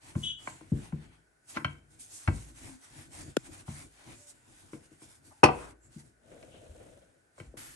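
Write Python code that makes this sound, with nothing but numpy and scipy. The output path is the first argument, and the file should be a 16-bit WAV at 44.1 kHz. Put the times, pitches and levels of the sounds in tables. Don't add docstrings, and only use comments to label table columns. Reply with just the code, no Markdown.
import sys
import numpy as np
from scipy import signal
from scipy.fft import rfft, irfft, next_fast_len
from scipy.io import wavfile
from scipy.ndimage import uniform_filter1d, map_coordinates

SR = 44100
rng = np.random.default_rng(int(sys.argv[2]) if len(sys.argv) > 2 else 0)


def to_wav(sig):
    pcm = np.clip(np.atleast_2d(sig), -1, 1) * 32767
    pcm = np.round(pcm).astype(np.int16)
    wavfile.write(sys.argv[1], SR, pcm.T)


N = 341775
T = np.arange(SR // 2) / SR

NOTCHED_HISS = [(1500, -26), (3000, -10.5), (4300, -8), (6000, -2), (8000, 0.5), (9400, 1), (10200, -15.5),
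                (11400, -5), (12400, -38.5)]
# f/Hz, level/dB
DOUGH_SPECTRUM = [(300, -14), (500, -5), (800, 0.5), (1250, -3), (1800, -1.5), (2350, -1.5), (3200, -7.5),
                  (4500, -9.5), (8000, -28.5)]
RUMBLE_SPECTRUM = [(18, -44), (30, -5), (43, -1), (70, -3.5), (102, 3.5), (144, -3), (198, -11.5),
                   (261, -4.5), (322, -4), (430, -19.5), (700, -21.5), (910, -54.5), (1540, -120)]
def rolling(flour_db=2.0, rumble_db=0.5, uneven_db=2.75, lumps_db=4.0, rumble_lag_hz=9.6):
    hiss, pull, load = friction_envelopes()
    unevenness = uneven_db * wobble(28)
    flour = hiss * amp(flour_db + unevenness) * patchy(noise(NOTCHED_HISS, grit_db=1.5), depth_db=2.04)
    drag = pull * amp(unevenness) * patchy(noise(DOUGH_SPECTRUM, grit_db=0.5), depth_db=1.76)
    lagged_load = edge(load, rumble_lag_hz, "low", order=1)
    rumble = lagged_load * amp(rumble_db + lumps_db * wobble(20)) * noise(RUMBLE_SPECTRUM)
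    return flour + drag + rumble


# t/s, duration/s, fastest point/fraction, relative levels of hiss/dB, drag/dB, rumble/dB
PIN_STROKES = [(0, 0.27, 0.17, -60, -59.5, -58), (0.125, 0.25, 0.23, -55, -61.5, -69),
               (1.988, 0.15, 0.11, -52, -86, -72), (2.04, 0.58, 0.25, -56, -62.5, -70),
               (2.254, 0.28, 0.63, -54, -57, -55.5), (2.524, 0.28, 0.36, -53.5, -56.5, -55),
               (2.799, 0.32, 0.54, -57.5, -58, -55), (3.082, 0.25, 0.44, -51, -54.5, -50.5),
               (3.35, 0.32, 0.54, -56.5, -58, -55), (3.64, .27, 0.41, -52.5, -55, -52.5),
               (3.956, 0.31, 0.29, -61.5, -57, -60), (4.259, 0.074, 0.48, -55.5, -79, -83),
               (5.449, 0.3, 0.57, -58, -60.5, -56)]
# t/s, duration/s, relative levels of hiss/dB, drag/dB, rumble/dB
HAND_RUBS = [(0.432, 0.11, -58.5, -57, -60.5), (0.604, 0.076, -67, -65, -62),
             (0.764, 0.093, -59, -56.5, -60), (0.933, 0.2, -74, -66, -65.5),
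             (1.498, 0.05, -55, -62.5, -60.5), (1.657, 0.058, -66.5, -66, -60.5),
             (1.906, 0.045, -68.5, -75, -62), (4.48, 0.21, -67, -69, -66), (4.736, 0.034, -61.5, -65, -68),
             (5.033, 0.013, -55, -63, -77), (5.156, 0.01, -65, -78, -83), (5.258, 0.023, -61.5, -72, -69),
             (5.844, 0.027, -70.5, -73, -60.5), (5.96, 0.047, -60.5, -66.5, -58.5),
             (7.392, 0.03, -63, -63.5, -56)]
def friction_envelopes(speed_power=1.18, attack=.05, release=.13, sag_db=0.5):
    moves = [(pin_speed(s, length, crest) ** speed_power, db) for s, length, crest, *db in PIN_STROKES]
    moves += [(held(s, length, attack, release, sag_db), db) for s, length, *db in HAND_RUBS]
    grip = held(1.95, 3.45, attack, release, sag_db)
    moves.append((grip, (-69.5, -70.5, -69.5)))
    return np.sqrt(sum((amp(db)[:, None] * shape) ** 2 for shape, db in moves))


def pin_speed(start, length, crest):
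    progress = (np.arange(N) / SR - start) / length
    return np.sin(np.pi / 2 * np.interp(progress, [0, np.clip(crest, .05, .95), 1], [0, 1, 0]))


# t/s, level/dB, f/Hz favoured by the contact, factor on the modes' T60
SOFT_BLOWS = [(0.156, -19.5, 139, 0.59), (.165, -33, 247, 0.77), (0.477, -38.5, 290, 0.31),
              (0.612, -42.5, 296, 0.83), (.719, -18.5, 186.4, 0.7), (.722, -24, 110, 0.13),
              (.929, -25, 172, 0.77), (1.565, -30.5, 260, 3.3), (1.649, -26, 138.5, 0.76),
              (2.276, -16.5, 91.8, 0.7), (2.283, -24, 263, 0.8), (3.682, -28, 141, 1),
              (4.732, -32, 304, 0.69), (4.916, -47, 300, 0.63), (5.02, -47, 298, 1.0),
              (5.434, -8, 330, 1.1), (5.434, -27, 111.4, 0.12), (5.961, -38.5, 186, 0.83),
              (6.315, -47, 303, 0.66), (6.687, -44, 68.4, 1.2), (7.401, -40.5, 483, 0.67),
              (7.404, -42, 137.4, 1.23), (7.47, -47.5, 59.4, 0.36), (7.54, -40, 480, 0.46)]
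# f/Hz, relative level/dB, base T60/s
WORKTOP_MODES = [(56, -4.5, 1), (82.8, -2.5, 0.44), (107, 2.5, 0.16), (145, 2.5, 0.3), (150, 0.5, 0.066),
                 (168, -6, 0.03), (221.2, 1.5, 0.16), (285.4, -0.5, 0.14), (309.6, 3.5, 0.1),
                 (332, 4.5, 0.12), (360, -2.5, 0.13), (479, -10, 0.33), (584, -4, .1)]
def thuds(reach_octaves=0.87, ring_db=-5, puff_db=-20, rise_cycles=1.2):
    out = np.zeros((2, N))
    hz, db, t60 = np.transpose(WORKTOP_MODES)[:, :, None]
    sign = (-1) ** np.arange(len(hz))[:, None]
    for s, blow_db, pitch_hz, t60_factor in SOFT_BLOWS:
        rise = T * pitch_hz / rise_cycles
        push = rise ** 3 * np.exp(3 * (1 - rise)) * np.sin(2 * np.pi * pitch_hz * T)
        nearness = 1 / (1 + (np.log2(hz / pitch_hz) / reach_octaves) ** 2)
        share = nearness / (1 + (hz / (2.5 * pitch_hz)) ** 4)
        modes = sign * share * amp(db) * fade(t60 * t60_factor) * np.sin(2 * np.pi * hz * T)
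        body = modes.sum(axis=0)
        body /= np.abs(body).max()
        puff = spread(rng.standard_normal((2, len(T)))) * fade(0.43)
        puff = edge(edge(puff, 1.8 * pitch_hz, "low", order=4), 38, "high")
        add(out, s, amp(blow_db) * (push + amp(ring_db) * body + amp(puff_db) * unit_onset(puff)))
    return out


# t/s, relative level/dB, low-pass f/Hz
BARREL_BOUNCES = [(5.4322, 0, 1130), (5.4371, -3, 5260), (5.442, -13, 2200), (5.459, -16.5, 2820),
                  (5.486, -13, 990)]
# f/Hz, relative level/dB, T60/s
BARREL_MODES = [(474, -15, .14), (603, -7.5, 0.1), (741, -1, 0.16), (780, -4, 0.19), (846, -5, .2),
                (903, -3, 0.15), (964, -2.5, 0.23), (1032.5, -2.5, 0.11), (1182, 1, 0.13),
                (1517, -2.5, 0.13), (1990, -5.5, 0.11), (2490, 0.5, .04), (2552, 8.5, 0.066),
                (2770, 2.5, .035), (3100, -6, 0.049), (4420, -6, 0.1), (5150, -7, 0.07), (5810, 1, 0.044),
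                (8200, -9.5, .04), (8760, -3, .03)]
def bangs(gain_db=-8, bass_cut_ratio=0.033):
    out = np.zeros((2, N))
    for s, db, bright_hz in BARREL_BOUNCES:
        blow = edge(knock(BARREL_MODES, dense_t60=0.082), bright_hz, "low")
        blow = edge(blow, bass_cut_ratio * bright_hz, "high", order=1)
        add(out, s, amp(db + gain_db) * unit_onset(blow))
    return out


# t/s, relative level/dB, low-pass f/Hz, axle re wood/dB
HANDLE_CONTACTS = [(0.153, -36.5, 1000, -22), (0.4732, -25.5, 1590, -25), (.609, -46, 800, -30),
                   (0.923, -41.5, 1130, -24), (1.563, -37, 2270, -27.5), (1.5704, -21, 1920, -24.5),
                   (1.6463, -18, 2270, -8), (2.276, -21, 2560, -26), (2.284, -24.5, 1140, -40),
                   (3.68, -39, 870, -16), (4.732, -42, 1860, -18), (5.017, -53.5, 1470, -29.5),
                   (6.427, -49, 5230, -24), (7.38, -44, 642, -38), (7.4, -39, 3010, -13)]
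# f/Hz, relative level/dB, T60/s
HANDLE_MODES = [(591, -5, 0.042), (914, -6.5, 0.04), (1038, -2.5, 0.051), (1413, 4.5, 0.015),
                (1590, -6.5, 0.072), (1978, -4, 0.0364), (2238, -1, .05), (4260, -10.5, 0.051),
                (5470, -8.5, .03)]
AXLE_MODES = [(2315, -6, 0.33), (3090, 16, 0.047), (3170, -8.5, 0.38), (5790, -18, 0.18)]
def clacks(gain_db=-6, bass_cut_ratio=0.46):
    out = np.zeros((2, N))
    for s, db, bright_hz, axle_db in HANDLE_CONTACTS:
        wood = edge(knock(HANDLE_MODES, dense_t60=0.058), bright_hz, "low")
        wood = edge(wood, bass_cut_ratio * bright_hz, "high")
        steel = amp(axle_db) * unit_onset(ring(AXLE_MODES))
        add(out, s, amp(db + gain_db) * (unit_onset(wood) + steel))
    return out


# f/Hz, level/dB
WOOD_SPECTRUM = [(150, -22), (300, 0), (420, -5.5), (700, -1), (1050, 0), (1350, -4), (1800, -9),
                 (2600, -2), (3200, -16), (3900, -18.5), (5800, -10.5), (7000, -16.5), (9500, -5),
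                 (11000, -27.5)]
def knock(modes, dense_t60):
    dense = filtered(rng.standard_normal((2, len(T))), lambda hz: amp(along(WOOD_SPECTRUM, hz)))
    return unit_onset(ring(modes)) + unit_onset(spread(dense) * fade(dense_t60))


def ring(modes, scatter_db=1):
    hz, db, t60 = np.transpose(modes)[:, :, None]
    phase = np.array([1, -1])[:, None, None] * np.minimum(hz / 1000, 1) * np.pi / 4
    size = amp(db + scatter_db * rng.standard_normal((len(hz), 1)))
    sign = (-1) ** np.arange(len(hz))[:, None]
    return np.sum(sign * size * fade(t60) * np.sin(2 * np.pi * hz * T + phase), axis=1)


# f/Hz, relative level/dB
DRY_AXLE_MODES = [(2990, -1), (3330, -1), (3690, -16)]
def squeak(start=0.238, level_db=-34, jitter=.013, flutter_db=2.5, octave_db=-19, rasp_db=-17):
    tone = np.zeros((2, N))
    for hz, db in DRY_AXLE_MODES:
        phase = 2 * np.pi * np.cumsum(hz * (1 + jitter * wobble(300))) / SR + [[0], [np.pi / 3]]
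        tone += amp(db + flutter_db * wobble(60)) * np.sin(phase)
    tone = unit(tone)
    rasp = tone * wobble(1200)
    octave = unit(edge(tone ** 2, 5000, "high", order=4))
    envelope = held(start, length=0.069, attack=0.011, release=0.072, sag_db=3)
    return amp(level_db) * envelope * (tone + amp(octave_db) * octave + amp(rasp_db) * rasp)


def pop(s=3.3672, db=-14, start_hz=800, end_hz=120, fall_s=0.0044, tear_db=-22, cavity_hz=1450):
    out = np.zeros((2, N))
    hz = end_hz + (start_hz - end_hz) * np.exp(-T / fall_s) * np.array([[1.04], [.96]])
    rise = T / .0035
    swell = 2 * rise ** 2 / (1 + rise ** 4) * np.exp(-T / .03)
    add(out, s, amp(db) * swell * np.sin(2 * np.pi * np.cumsum(hz, axis=1) / SR))
    for delay in (0, .0018):
        tear = edge(rng.standard_normal((2, len(T))), 1800, "high", order=1) * fade(0.011)
        tear = edge(tear + 2.1 * edge(tear, 3260, "low"), 10300, "low", order=4)
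        add(out, s + delay, amp(tear_db) * tear)
    cavity = amp(-25) * fade(0.021) * np.sin(2 * np.pi * cavity_hz * T)
    add(out, s + 0.00095, cavity)
    return out


# centre t/s, level/dB, 1/e time/s, centre f/Hz, half-width/Hz
FLOUR_SKIDS = [(0.496, -56, 0.084, 7500, 660), (1.565, -45.5, 0.019, 1700, 3600),
               (1.605, -50.5, .025, 1500, 500), (2.157, -47, 0.053, 7900, 2400),
               (2.732, -54.5, 0.075, 262, 13), (4.202, -67.5, 0.11, 581, 7),
               (4.205, -58.5, 0.08, 7700, 1900), (5.322, -59, 0.014, 870, 300), (5.36, -67, .04, 864, 40),
               (5.617, -48.5, 0.083, 1000, 790), (5.855, -64.5, 0.034, 7400, 500),
               (6.558, -63.5, 0.05, 3000, 600)]
def skids():
    out = np.zeros((2, N))
    middle = T.mean()
    for s, db, swell_s, centre_hz, half_width_hz in FLOUR_SKIDS:
        swell = np.exp(-((T - middle) / swell_s) ** 2)
        add(out, s - middle, amp(db) * swell * noise_band(len(T), centre_hz, half_width_hz))
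    return out


# f/Hz, level/dB
SCRAPE_SPECTRUM = [(250, -7.5), (400, -9.5), (500, -2), (660, -5), (800, -18), (1100, -22.5), (2600, -23.5),
                   (4000, -28), (7000, -65)]
# t/s, level re the steady scrape before low-pass/dB
SLIDE_CATCHES = [(6.317, 9), (6.428, 6), (6.545, 6.5), (6.755, -0.5), (6.803, 8), (6.863, 2)]
def sliding(level_db=-59, catch_hz=2500, judder_db=2.0, hiss_db=-7, rumble_db=-3):
    pace = amp(level_db) * held(start=6.305, length=0.6, attack=0.12, release=0.38)
    catching = sum(amp(db) * held(s, 0.0051, attack=0.0051, release=0.083) for s, db in SLIDE_CATCHES)
    scrape = amp(judder_db * wobble(45)) * patchy(noise(SCRAPE_SPECTRUM, grit_db=1), depth_db=0.5)
    catches = catching * edge(noise(SCRAPE_SPECTRUM), catch_hz, "low")
    hiss = amp(hiss_db) * noise(NOTCHED_HISS, grit_db=3)
    rumble = amp(rumble_db) * noise(RUMBLE_SPECTRUM)
    return pace * (scrape + catches + hiss + rumble)


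NOTCHED_SWEEP = [(290, -38.5), (500, -14.5), (1100, -8.5), (1260, -6.5), (1540, -3.5), (3990, -11.5),
                 (9040, -4.5), (10100, -17), (11400, -4), (12300, -25), (16000, -48), (22000, -120)]
def brushing(level_db=-46.5, rumble_db=-9):
    sweep = amp(level_db) * held(start=7.572, length=0.087, attack=0.0037, release=0.37, sag_db=3)
    return sweep * (noise(NOTCHED_SWEEP) + amp(rumble_db) * noise(RUMBLE_SPECTRUM))


# f/Hz, T60/s
KITCHEN_T60 = [(80, .45), (300, 0.59), (1000, 0.29), (3000, 0.33), (10000, 0.024)]
def reverberation(x, delay_s=0.0069):
    hz, t, spectra = signal.stft(rng.standard_normal((2, len(T))), SR, nperseg=256)
    decay = np.exp(-np.log(1000) * t / along(KITCHEN_T60, hz)[:, None])
    tail = spread(signal.istft(spectra * decay, SR, nperseg=256)[1])
    tail = np.pad(tail, ((0, 0), (round(delay_s * SR), 0)))
    return signal.fftconvolve(x, tail / np.linalg.norm(tail[0]), axes=1)[:, :N]


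# f/Hz, level/dB
AIR_SPECTRUM = [(18, -43.5), (30, -16.5), (143, -10.5), (188, -20.5), (214, -18), (444, -14.5), (516, -23),
                (647, -18), (1150, -28), (1490, -17), (1680, -19.5), (3160, -36.5), (8870, -29.5),
                (10900, -34.5), (12300, -50.5), (16000, -88), (22000, -120)]
def background(air_db=-71, whine_db=-80):
    whine = noise_band(N, centre_hz=1495, half_width_hz=35)
    return amp(air_db) * noise(AIR_SPECTRUM) + amp(whine_db) * whine


def amp(db):
    return 10 ** (np.asarray(db) / 20)


def unit(x):
    return x / np.sqrt(np.mean(x ** 2) + 1e-20)


def unit_onset(x):
    return x / np.sqrt(2 * np.mean(x[..., :SR // 100] ** 2))


def fade(t60):
    return np.exp(-np.log(1000) * T / t60)


def held(start, length, attack, release, sag_db=0):
    t = np.arange(N) / SR - start
    rise_db = 20 * np.minimum(t, 0) / attack
    fall_db = 20 * np.maximum(t - length, 0) / release
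    return amp(rise_db - sag_db * np.clip(t / length, 0, 1) - fall_db)


def along(points, hz):
    f, values = np.transpose(points)
    return np.interp(np.log(hz + 1), np.log(f + 1), values)


def wobble(rate):
    return map_coordinates(rng.standard_normal(int(N * rate / SR) + 4), [np.arange(N) * rate / SR])


def filtered(x, response):
    n = x.shape[-1]
    padded = next_fast_len(n + SR // 4)
    return irfft(rfft(x, padded) * response(np.fft.rfftfreq(padded, 1 / SR)), padded)[..., :n]


def edge(x, hz, kind, order=2):
    return signal.sosfilt(signal.butter(order, min(hz, SR / 2 - 1), kind, fs=SR, output="sos"), x)


def noise(spectrum, grit_db=0):
    grains = rng.standard_normal((2, N)) * amp(grit_db * wobble(1000))
    return unit(spread(filtered(grains, lambda hz: amp(along(spectrum, hz)))))


def noise_band(n, centre_hz, half_width_hz):
    white = rng.standard_normal((2, n))
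    return unit(filtered(white, lambda hz: 1 / (1 + ((hz - centre_hz) / half_width_hz) ** 2)))


def patchy(x, depth_db):
    spectra = signal.stft(x, nperseg=1024)[2]
    field = rng.standard_normal(spectra.shape[1:])
    field = uniform_filter1d(uniform_filter1d(field, size=8, axis=0), size=8, axis=1)
    return unit(signal.istft(spectra * amp(depth_db * unit(field)), nperseg=1024)[1][:, :N])


# f/Hz, side re mid level/dB
STEREO_WIDTH = [(60, -7), (200, -12), (350, -2.5), (600, -1), (1100, 1), (4000, 0.5), (7000, -5.5),
                (9000, 5.5)]
def spread(pair):
    mid, side = filtered(pair, lambda hz: np.array([np.ones_like(hz), amp(along(STEREO_WIDTH, hz))]))
    return np.array([mid + side, mid - side])


def add(track, s, sound):
    start = round(s * SR)
    track[..., start:start + sound.shape[-1]] += sound[..., :N - start]


def scene():
    thud, bang, clack, sing = thuds(), bangs(), clacks(), squeak()
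    to_room = amp(-18.5) * thud + amp(-17.5) * bang + amp(-16.5) * clack + amp(-10.0) * sing
    events = thud + bang + clack + sing + pop() + reverberation(to_room)
    return events + rolling() + skids() + sliding() + brushing() + background()


# f/Hz, left re right level/dB
MIC_IMBALANCE = [(60, 0.5), (300, 4.5), (700, 5), (1800, -1.5), (3000, 5), (5000, 3), (7000, -4.5),
                 (11000, 1)]
def record(dry, bottom_hz=27, top_hz=12100, ceiling=.95):
    x = edge(dry, bottom_hz, "high")
    x = filtered(x, lambda hz: amp(along(MIC_IMBALANCE, hz) * np.array([[.5], [-.5]])))
    x = x / (1 + (x / ceiling) ** 8) ** (1 / 8)
    return filtered(x, lambda hz: 1 / (1 + (hz / top_hz) ** 80))


dry = scene()
out = record(dry)
to_wav(out)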